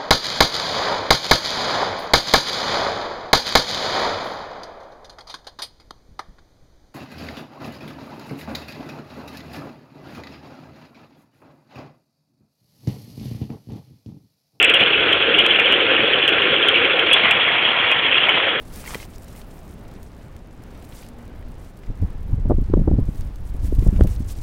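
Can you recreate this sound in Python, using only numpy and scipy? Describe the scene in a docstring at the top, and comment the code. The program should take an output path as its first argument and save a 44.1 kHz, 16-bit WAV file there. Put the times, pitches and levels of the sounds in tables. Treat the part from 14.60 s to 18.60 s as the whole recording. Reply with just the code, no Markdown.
"""Heavy rain on a wooden deck

Heard from beside a window through a narrow-band hand-held recorder. Countless drops patter over a
wash and drum on the roof; fat drips smack down close by and overload the input. At about 2.5 s the
microphone swings toward the open deck: the drumming recedes and the splashing fills out.
Near the end a board gives one hollow knock."""
import sys
import numpy as np
from scipy import signal
from scipy.fft import rfft, irfft, next_fast_len
from scipy.io import wavfile
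from scipy.ndimage import uniform_filter1d, minimum_filter1d

SR = 44100
rng = np.random.default_rng(int(sys.argv[2]) if len(sys.argv) > 2 else 0)


def master_out(mix):
    """Clip the mix to full scale and print it as 16-bit PCM to the path in sys.argv[1]."""
    frames = np.transpose(np.atleast_2d(mix))
    ceiling = np.clip(frames, -1, 1)
    pcm = np.round(ceiling * 32767).astype(np.int16)
    wavfile.write(sys.argv[1], SR, pcm)


N = 176400

# EQ of the rain beside the window and over the open deck: f/Hz, level/dB
WINDOW_EQ = [(30, -27), (95, -11.5), (170, -12.5), (250, -10), (400, -7), (650, -8.5), (950, -13.5),
             (1250, -8), (1550, -4), (1950, -7), (2550, -2), (3000, -2.5), (3400, -0.5), (4500, -0.5)]
DECK_EQ = [(30, -29), (100, -12.5), (165, -15), (260, -10), (400, -16.5), (600, -6.5), (900, -10),
           (1350, -6), (1650, -5.5), (2150, -2.5), (2700, -3.5), (3350, -0.5), (4500, -1.5)]
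# fader ride of the splashing: t/s, level/dB
SPLASH_FADER = [(0, -19.5), (.2, -18), (.45, -17), (.68, -18.5), (.8, -18), (1.15, -17.5), (2.45, -17.5),
                (2.6, -15.5), (2.95, -17), (3.35, -18.5), (3.8, -18), (4, -21.5)]


def splashing(turn_at_s=2.54, turn_length_s=0.24):
    """Wash and patter crossfade from window tone to deck tone as the microphone turns."""
    rain = amp(-0.5) * wash() + amp(2.5) * patter()
    at_window = unit(equalise(rain, WINDOW_EQ))
    on_deck = unit(equalise(rain, DECK_EQ))
    turned = np.clip((np.arange(N) / SR - turn_at_s) / turn_length_s + .5, 0, 1)
    return fader(SPLASH_FADER) * ((1 - turned) * at_window + turned * on_deck)


def patter(spots=24, drops_per_s=2200, decay_cycles=1.34):
    """Drops on wet boards: each spot answers with a tick of a few cycles and its own echoes."""
    t, out = np.arange(1024) / SR, np.zeros(N)
    for hz in np.linspace(700, 3800, spots):
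        tick = np.sin(2 * np.pi * hz * t) * np.exp(-hz * t / decay_cycles)
        hits = impacts(drops_per_s / spots, spread_db=4)
        out += unit(porch_echoes(signal.oaconvolve(hits, tick)[:N]))
    return unit(narrow_band(out))


def wash(patch_db=3, flicker_db=3):
    """Distant drops merge into a hiss with shifting patches of colour and a quick flicker."""
    real, imag, patches = rng.standard_normal((3, 257, N // 128 + 5))  # frequency by time
    patches = uniform_filter1d(patches, size=7, axis=0)
    patches = unit(uniform_filter1d(patches, size=14, axis=1))
    flicker = unit(uniform_filter1d(rng.standard_normal(real.shape[1]), size=6))
    spectrogram = (real + 1j * imag) * amp(patch_db * patches + flicker_db * flicker)
    hiss = signal.istft(spectrogram, nperseg=512, noverlap=384)[1][:N]
    return unit(narrow_band(hiss))


# fat drips landing close by: t/s, smack level/dB, relative ring level/dB, f/Hz
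FAT_DRIPS = [(0.0148, -2.5, -8.5, 2506), (0.0198, -5, -9.5, 2595), (0.0262, -0.8, -4.5, 2603),
             (0.0276, 2.2, -8, 2656), (0.042, 0, 1, 2532), (0.0458, 2, -5, 2690), (0.0491, -1, -10, 2640),
             (0.0988, -0.4, -7.5, 2715), (0.1066, -11.5, -7.5, 2533), (0.1417, 0.5, -7.5, 2904),
             (0.1465, -2.0, -5, 3110), (0.1558, -6.5, -4.5, 2810), (0.1953, -3, -13, 2525),
             (0.2071, -2.4, -8, 2840), (0.2363, -2, -13, 3060), (0.529, -0.5, -8, 3160),
             (0.6246, -2.3, -14.5, 3010), (0.7416, -3.5, -5, 2830), (0.7815, -7.5, -2, 2920),
             (0.7884, -1, -12.5, 2880), (0.7945, -3.1, -7.5, 3030), (0.8003, -3, -6.5, 3205),
             (0.8087, -5.0, -15.5, 3040), (0.822, -10, -17.5, 2970), (0.8637, -1.1, -16, 2606),
             (0.9062, -11.5, -2.5, 3060), (0.9975, -1.8, -3, 2465), (1.1234, -1.3, -8, 2900),
             (1.1383, -4.5, -8.5, 3135), (1.3652, -3, -17, 2830), (1.5341, -3.2, -6, 3100),
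             (1.6267, -2.5, -11, 3060), (1.678, -0.0, -6, 3145), (1.69, -1.5, -12, 2770),
             (1.8201, -2.5, -10, 2946), (1.8535, -3.5, -10, 2500), (1.9642, -3, -13.5, 2960),
             (2.0269, -0.9, -6.5, 3245), (2.0852, 1.1, -2.5, 3223), (2.3934, -1, -11, 3160),
             (2.5127, -3, -14.5, 2640), (2.5304, 4.5, -0.5, 3283), (2.5337, 5.2, 2.5, 3377),
             (2.5368, 4.3, -8, 2770), (2.7096, 0, -8, 2700), (2.7137, -2, -8, 2390),
             (2.8513, -7.5, -12.5, 2826), (3.0516, -5.5, -4.5, 3262), (3.315, -2.0, -7.5, 2540),
             (3.5237, -3.5, -9.5, 2690), (3.6857, -7, -4, 2230), (3.6915, -1, -5.5, 3040)]


def fat_drips(smack_width_s=.00065, ring_rise_s=0.0011, ring_t60_s=0.051, spray_t60_s=0.21):
    """Each drip smacks, the hardest into overload, then rings roughly inside a wider spray."""
    size, tone_share = 6000, 0.48  # the rest of the ring's power is noise
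    t = np.arange(size) / SR - .0013  # zero at the crest of the smack
    after = np.maximum(t - smack_width_s, 0)
    attack = np.minimum(after / ring_rise_s, 1)
    smacks, rings = np.zeros(N), np.zeros(N)
    for s, smack_db, ring_db, hz in FAT_DRIPS:
        tone = np.cos(2 * np.pi * hz * t)
        add(smacks, s, amp(smack_db) * tone * np.exp(-(t / smack_width_s) ** 2))
        grit = band_noise(hz, size, width_hz=900)
        ring = np.sqrt(tone_share) * tone + np.sqrt((1 - tone_share) / 2) * grit
        spray = amp(-17.5) * band_noise(hz, size, width_hz=2000)
        tail = ring * decay(after, ring_t60_s) + spray * decay(after, spray_t60_s)
        add(rings, s, amp(ring_db - 1) * attack * tail)
    return overload(narrow_band(smacks)) + narrow_band(rings)


def overload(x, knee=.68, headroom=.04, bias=.05):
    """The input flattens crests above the knee, one side sooner, which adds a bright click."""
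    excess = np.maximum(abs(x + bias) - knee, 0)
    return x - np.sign(x) * (excess - headroom * np.tanh(excess / headroom))


# resonances of the roof: f/Hz, relative level/dB, t60/s
ROOF_MODES = [(338, -3, 0.029), (424, -3.5, 0.054), (474.6, -0.5, .05), (536, -1.5, 0.049)]
# fader ride of the drumming: t/s, level/dB
ROOF_FADER = [(0, -27.5), (.45, -25), (.57, -26.5), (.72, -21), (1, -28.5), (1.2, -22.5), (1.47, -25.5),
              (1.6, -27), (2.2, -25), (2.45, -26), (2.65, -33.5), (3.3, -34), (4, -28.5)]


def roof_drumming(drops_per_s=500):
    """Drops drum on the roof and ring its low, damped resonances."""
    t, out = np.arange(6000) / SR, np.zeros(N)
    for hz, db, t60_s in ROOF_MODES:
        attack = 1 - np.exp(-hz * t)
        ring = np.sin(2 * np.pi * hz * t) * attack * decay(t, t60_s)
        hits = impacts(drops_per_s / len(ROOF_MODES), spread_db=3.5)
        out += amp(db) * unit(signal.oaconvolve(hits, ring)[:N])
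    return fader(ROOF_FADER) * unit(out)


# fader ride of the small drips: t/s, level/dB
DRIBBLE_FADER = [(0, -14.5), (.16, -16), (.68, -35), (.8, -20.5), (1.1, -18), (1.3, -27), (3, -29.5),
                 (3.6, -18.5), (4, -35)]


def dribble(spots=12, drips_per_s=130, low_hz=2426, high_hz=3348):
    """Smaller drips fall at random and ring the wet surfaces, each spot at its own pitch."""
    t, out = np.arange(3000) / SR, np.zeros(N)
    for hz in np.linspace(low_hz, high_hz, spots):
        ring = np.sin(2 * np.pi * hz * t) + band_noise(hz, len(t), width_hz=900) / 2
        ring *= decay(t, t60_s=0.049)
        hits = impacts(drips_per_s / spots, spread_db=2.2)
        out += signal.oaconvolve(hits, ring)[:N]
    return fader(DRIBBLE_FADER) * unit(narrow_band(out))


# resonances of the knocked board: f/Hz, level/dB
BOARD_MODES = [(880, -18.5), (1060, -18), (1310, -17)]


def board_knock(at_s=3.69, rise_s=0.0044):
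    """One hollow knock: a board's modes sound together and die fast."""
    t, out = np.arange(8000) / SR, np.zeros(N)
    ring = sum(amp(db) * np.sin(2 * np.pi * hz * t) for hz, db in BOARD_MODES)
    add(out, at_s, ring * np.minimum(t / rise_s, 1) * decay(t, t60_s=0.093))
    return narrow_band(out)


def porch_echoes(x, wet_db=-2.5, predelay_s=.002):
    """Short scattered reflections from wall, roof and boards."""
    t = np.arange(8192) / SR
    tail = rng.standard_normal(len(t)) * decay(t, t60_s=0.069) * (t > predelay_s)
    return x + amp(wet_db) * signal.oaconvolve(x, tail / np.linalg.norm(tail))[:N]


# treble roll-off of the recorder: f/Hz, level/dB
RECORDER_EQ = [(3000, 0), (3400, 0), (3550, -10.5), (3700, -14.5), (4000, -21), (4300, -31), (4600, -43),
               (5000, -78), (5500, -100)]


def narrow_band(x):
    """The recorder's top end falls away steeply above 3.4 kHz."""
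    return equalise(x, RECORDER_EQ)


def impacts(per_s, spread_db):
    """Random impulses: many small, a few large, their size capped."""
    strength = amp(spread_db * np.minimum(rng.exponential(1, N), 3.07))
    return strength * rng.choice([-1, 1], N) * (rng.random(N) < per_s / SR)


def band_noise(hz, size, width_hz):
    """Noise in a bell-shaped band."""
    bell = np.exp(-2 * ((np.fft.rfftfreq(size, 1 / SR) - hz) / width_hz) ** 2)
    return unit(irfft(rfft(rng.standard_normal(size)) * bell, size))


def equalise(x, curve):
    """Applies an EQ curve with rows of f/Hz, level/dB."""
    size = next_fast_len(len(x) + 4096)
    hz, db = np.transpose(curve)
    gain = amp(np.interp(np.log(np.fft.rfftfreq(size, 1 / SR) + 1), np.log(hz), db))
    return irfft(rfft(x, size) * gain, size)[:len(x)]


def fader(points):
    """Gain at every sample from rows of t/s, level/dB."""
    return amp(np.interp(np.arange(N) / SR, *np.transpose(points)))


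def decay(t, t60_s):
    """Envelope that falls 60 dB in t60_s."""
    return amp(-60 * t / t60_s)


def amp(db):
    """Decibels to gain."""
    return 10 ** (np.asarray(db) / 20)


def unit(x):
    """Scales to rms 1."""
    return x / np.sqrt(np.mean(x ** 2) + 1e-20)


def add(mix, s, sound):
    """Drops a sound into the mix at s seconds."""
    part = mix[max(round(s * SR), 0):][:len(sound)]
    part += sound[:len(part)]


def scene():
    """All the rain at one microphone."""
    return (splashing() + roof_drumming() + dribble() + fat_drips() + board_knock())[None]


def record(dry, threshold=.75, cutoff_hz=15900):
    """A fast limiter holds down the loudest drips; a high cut follows."""
    peak = -minimum_filter1d(-abs(dry), size=89)
    reduction = np.maximum(peak / threshold, 1)
    reduction = uniform_filter1d(uniform_filter1d(reduction, size=45), size=45)
    high_cut = signal.firwin(511, cutoff_hz, window=("kaiser", 9), fs=SR)
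    return signal.oaconvolve(dry / reduction, high_cut[None], "same")


dry = scene()
out = record(dry)
master_out(out)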